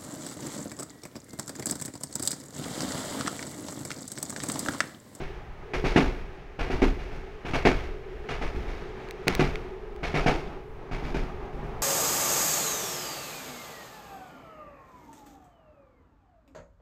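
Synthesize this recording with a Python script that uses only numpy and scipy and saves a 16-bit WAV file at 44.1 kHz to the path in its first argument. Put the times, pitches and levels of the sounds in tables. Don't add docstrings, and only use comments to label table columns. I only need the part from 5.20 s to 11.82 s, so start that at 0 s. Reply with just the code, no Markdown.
import sys
import numpy as np
from scipy import signal
from scipy.fft import rfft, irfft, next_fast_len
from scipy.io import wavfile
from scipy.ndimage import map_coordinates

SR = 44100
rng = np.random.default_rng(int(sys.argv[2]) if len(sys.argv) > 2 else 0)


def put_to_file(sound):
    columns = np.atleast_2d(sound).T
    safe = np.clip(columns, -1, 1)
    whole_steps = np.round(safe * 32767)
    wavfile.write(sys.argv[1], SR, whole_steps.astype(np.int16))


N = 291942

# f/Hz, relative level/dB
RUMBLE_SPECTRUM = [(8, -5), (20, -3.5), (32, 3), (45, -7), (62, -6.5), (90, -18), (130, -15.5),
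                   (250, -32.5), (600, -66.5)]
# f/Hz, relative level/dB
ROAR_SPECTRUM = [(60, -14), (110, 7.5), (180, 6), (260, 3.5), (550, 1), (800, 3), (1250, -6), (1450, -11),
                 (2200, -16), (4000, -53)]
# f/Hz, relative level/dB
HISS_SPECTRUM = [(900, -6), (1600, 7), (2300, 4), (3100, -2.5), (4300, -10), (6300, -15.5), (8300, -27),
                 (12000, -31), (14500, -36), (16000, -30)]
# f/Hz, width/Hz, level/dB
DRONE_MODES = [(142, 15, -7), (376, 25.6, 2), (406.7, 31, -1.5), (426.4, 21, -3.5)]
# t/s, roar level/dB, hiss level/dB
RAIL_STATE = [(0.0, -48, -50), (0.35, -49, -56.5), (1.2, -51.5, -56.5), (2.9, -50.5, -55), (3.75, -45, -50),
              (4.55, -47.5, -56), (5.4, -47, -58), (6.6, -41.5, -54)]
# t/s, drone level/dB
DRIVE_EFFORT = [(0.1, -46.5), (0.37, -58), (0.55, -37), (1.25, -52.5), (2.2, -47), (2.75, -43.5),
                (4.1, -42), (5.5, -47), (6.6, -43)]
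# t/s, strength/dB, weight on the floor/dB, frame thud relative to strength/dB, rise/s
BLOWS = [ (0.001, -42.5, 2.5, -1, 0.0012), (0.5348, -32, -2.5, -9, 0.00052),
         (0.639, -30.5, 2.5, -1, 0.0063), (0.7587, -24, 8, 0, 0.0021), (1.388, -35, 0.5, -11, 0.0044),
         (1.499, -35.5, 5, -3, 0.0045), (1.617, -29, 11.5, -8, 0.00079), (1.785, -45.5, -7.5, -7.5, 0.0034),
         (1.915, -49.5, 2, -12, 0.0036), (2.247, -39, 1.5, -4, 0.0086), (2.334, -28.5, -1, -7, 0.0013),
         (2.4506, -22.5, 5.5, -9.5, 0.0013), (3.087, -34.5, -7, -7, 0.0021), (3.212, -37, 0.5, -10, 0.0027),
         (3.344, -47.5, 8.5, -5, 0.007), (3.474, -45, -1, -10, 0.0056), (4.068, -30, 2, -1.5, 0.0041),
         (4.193, -27, 6.5, 1.5, 0.0017), (4.829, -33, -4.5, -9, 0.0035), (4.94, -29.5, 0, -0.5, 0.0062),
         (5.06, -25, 2.5, -2, 0.0043), (5.711, -39.5, 2, 1.5, 0.0044), (5.824, -43.5, 4.5, 3.5, 0.013),
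         (5.9445, -36.5, 5, 2, 0.00033), (6.326, -56, 9.5, 11, 0.00067), (6.428, -58.5, 11, 20.5, .006)]
# f/Hz, width/Hz, level/dB
FLOOR_MODES = [(218, 18, -15.5), (262.7, 17, 1), (302, 72, -7), (363, 13, -4), (397, 27, -12.5),
               (459.4, 6.6, 1), (703, 62, -2)]
# f/Hz, width/Hz, level/dB
FRAME_MODES = [(148.5, 7.9, 0), (187.3, 5.6, -5)]
# f/Hz, width/Hz, lift/dB
STEEL_PEAKS = [(678, 65, 4.5), (738, 14, 5.5), (1280, 35, 1.5), (1876, 74, -4), (2040, 41, 1.5),
               (2320, 24, 2), (2400, 83, -4), (2840, 40, 5.5)]
# f/Hz, relative level/dB
CLATTER_SPECTRUM = [(150, -40), (400, 8.5), (650, 3), (1000, 1.5), (1600, 2), (2500, 1.5), (3200, -12.5),
                    (4500, -20), (8000, -56)]
# f/Hz, relative level/dB
SIZZLE_SPECTRUM = [(1800, -31), (3200, 2), (4000, -1.5), (5500, -4.5), (6700, -10), (7500, -17),
                   (8500, -20), (10500, -23.5), (12000, -28), (15500, -44)]
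# f/Hz, relative level/dB
BOOM_SPECTRUM = [(90, -25), (180, -3.5), (250, -5.5), (400, -3), (550, -10), (900, -0.5), (2000, -76)]
# f/Hz, relative level/dB, time to fall by 60 dB/s
CLANG_PARTIALS = [(2205, -2, 0.47), (2260, 3.5, 0.21), (2400, 0, 0.24), (2850, -6, 0.22)]
# t/s, peak level/dB, treble tilt above 2 kHz/(dB per octave)
CLICKS = [(3.887, -32, -6), (3.909, -23.5, -2), (4.081, -4, -3), (4.1507, -14, -0.5), (4.356, -19.5, -10),
          (4.762, -40.5, -2)]
# f/Hz, width/Hz, level/dB
TICK_MODES = [(2430, 1000, 7.5), (3730, 2100, 1), (6960, 870, -17.5), (14200, 3500, -7)]

TOP_HZ = 15850
RUMBLE_DB, SWAY_DB, PATCHY_DB = -42.5, 3, 1.5
USUAL_DB, USUAL_RISE_S, RING_T60_S = -31.5, 0.0017, 0.35
RING_PER_RISE, CLANG_DB_PER_HALVING, RING_HALVING_DB = 0.26, 0.5, 15.5
CONTACT_HZ, CONTACT_HALVING_DB = 793, 10
SHUDDER_DB, SHUDDER_PER_DB = -30.5, 0.36
CLATTER_DB, KNOCK_DB, SIZZLE_DB, CLANG_DB = -0.24, -1.6, -13.5, -11.5
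CLANG_DAMPING = 0.38
BOOM_DB = -0.5
REBOUND_S, REBOUND_SCATTER_S = 0.0185, 0.0012


def amp(db):
    return 10 ** (np.asarray(db) / 20)


def unit(x):
    return x / np.sqrt(np.mean(x ** 2) + 1e-20)


def onset_unit(x):
    return x / np.std(x[:SR // 25])


def along(points, hz):
    f, v = np.transpose(points)
    return np.interp(np.log(hz + 1), np.log(f + 1), v)


def curves(rows):
    s, *columns = np.transpose(rows)
    return [np.interp(np.arange(N) / SR, s, column) for column in columns]


def wobble(rate):
    knots = rng.standard_normal(int(N * rate / SR) + 4)
    return map_coordinates(knots, [np.arange(N) * rate / SR])


def filtered(x, response):
    m = next_fast_len(len(x) + SR // 2)
    spectrum = rfft(x, m) * response(np.fft.rfftfreq(m, 1 / SR))
    return irfft(spectrum, m)[:len(x)]


def lowpassed(x, hz):
    return signal.sosfilt(signal.butter(2, min(hz, SR / 4), fs=SR, output="sos"), x)


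def resonances(modes, f):
    return sum(amp(db) * 1j * f * width / (center * center - f * f + 1j * f * width)
               for center, width, db in modes)


def noise(spectrum, size, peaks=()):
    def response(f):
        lift_db = sum(db / (1 + (2 * (f - center) / width) ** 2) for center, width, db in peaks)
        return amp(along(spectrum, f) + lift_db)
    return unit(filtered(rng.standard_normal(size), response))


def add(track, s, sound):
    start = max(round(s * SR), 0)
    track[start:start + len(sound)] += sound[:N - start]


def body_rumble():
    return amp(RUMBLE_DB + SWAY_DB * wobble(7)) * noise(RUMBLE_SPECTRUM, N)


def drive_drone():
    drone_db, = curves(DRIVE_EFFORT)
    response = lambda f: np.abs(resonances(DRONE_MODES, f)) ** 1.56
    return amp(drone_db) * unit(filtered(rng.standard_normal(N), response))


def rail_noise():
    roar_db, hiss_db = curves(RAIL_STATE)
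    patches_db = PATCHY_DB * wobble(12)
    roar = amp(roar_db + patches_db) * noise(ROAR_SPECTRUM, N, [(824, 53, 4.1), (1260, 134, 6.9)])
    hiss = amp(hiss_db + patches_db) * noise(HISS_SPECTRUM, N)
    return roar + hiss


def blow(t, rise, hold, t60, tail_db, tail_t60):
    late = np.maximum(t - hold, 0)
    growth = 1 - np.exp(-t / max(rise, 1e-4))
    return growth * np.hypot(amp(-60 * late / t60), amp(tail_db - 60 * late / tail_t60))


def struck(modes, t, rebound, delay):
    push = lambda s: np.exp(-((t - s) / 0.00019) ** 2)
    force = push(0.0019) + rebound * push(0.0021 + delay)
    return filtered(force, lambda f: resonances(modes, f))


def floor_knock(t, rise, t60, weight_db, hop):
    boom = noise(BOOM_SPECTRUM, SR, [(266, 33, 7.6), (373, 76, 7.1)])
    boom = boom * blow(t, rise * 2, 0.015, t60 * 1.09, -16, 0.99)
    ring = struck(FLOOR_MODES, t, rebound=1.0, delay=hop)
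    knock = onset_unit(ring) + amp(BOOM_DB) * onset_unit(boom)
    return lowpassed(knock, CONTACT_HZ * 2 ** (-weight_db / CONTACT_HALVING_DB))


def wheel_clang(t, rise, scatter_db):
    tones = sum(np.sin(2 * np.pi * hz * t) * amp(db + scatter_db * rng.normal() - 60 * t / t60)
                for hz, db, t60 in CLANG_PARTIALS)
    return tones * (1 - np.exp(-t / rise))


def joints():
    out, t = np.zeros(N), np.arange(SR) / SR
    for s, strength_db, weight_db, thud_db, rise in BLOWS:
        excess_db = strength_db - USUAL_DB
        softness = np.log2(max(rise, 1e-4) / USUAL_RISE_S)
        t60 = RING_T60_S * 2 ** (RING_PER_RISE * softness - excess_db / RING_HALVING_DB)
        hop = REBOUND_S + REBOUND_SCATTER_S * rng.normal()

        chatter = amp(1.8 * wobble(260)[:SR])
        clatter = noise(CLATTER_SPECTRUM, SR, STEEL_PEAKS) * chatter
        clatter = clatter * blow(t, rise, 0.02, t60, -10.0, 0.81)
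        sizzle = noise(SIZZLE_SPECTRUM, SR) * chatter
        sizzle = sizzle * blow(t, rise * 1.7, 0.024, t60 * 1.08, -9, 0.75)
        clang = wheel_clang(t, rise, scatter_db=4.5)
        clang_db = CLANG_DB - CLANG_DB_PER_HALVING * softness - CLANG_DAMPING * weight_db
        knock = floor_knock(t, rise, t60, weight_db, hop)
        thud = struck(FRAME_MODES, t, rebound=0.42, delay=hop)

        parts = [(CLATTER_DB, clatter), (SIZZLE_DB, sizzle), (clang_db, clang),
                 (KNOCK_DB + weight_db, knock), (thud_db, thud)]
        add(out, s, sum(amp(strength_db + db) * onset_unit(part) for db, part in parts))

        shudder = noise(RUMBLE_SPECTRUM, SR) * blow(t, 0.0088, 0.036, 0.84, -5.0, 0.95)
        shudder_db = SHUDDER_DB + SHUDDER_PER_DB * (excess_db + weight_db)
        add(out, s, amp(shudder_db) * shudder)
    return out


def clicks():
    out, t = np.zeros(N), np.arange(SR // 20) / SR
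    for s, peak_db, tilt_db in CLICKS:
        contact = lambda delay: np.sinc((t - delay) * 2 * TOP_HZ)
        force = contact(0.00054) + 1.3 * contact(rng.uniform(0.000914, 0.00142))
        tilt = lambda f: amp(tilt_db * np.log2(np.maximum(f, 2000) / 2000))
        tick = filtered(force, lambda f: resonances(TICK_MODES, f) * tilt(f))
        add(out, s, amp(peak_db) * tick / np.max(np.abs(tick)))
    return out


def scene():
    running = body_rumble() + drive_drone() + rail_noise()
    return (running + joints() + clicks())[None]


def record(dry):
    response = lambda hz: np.clip((TOP_HZ - hz) / 400 + .5, 0, 1)
    return np.array([filtered(channel, response) for channel in dry])


dry = scene()
out = record(dry)
put_to_file(out)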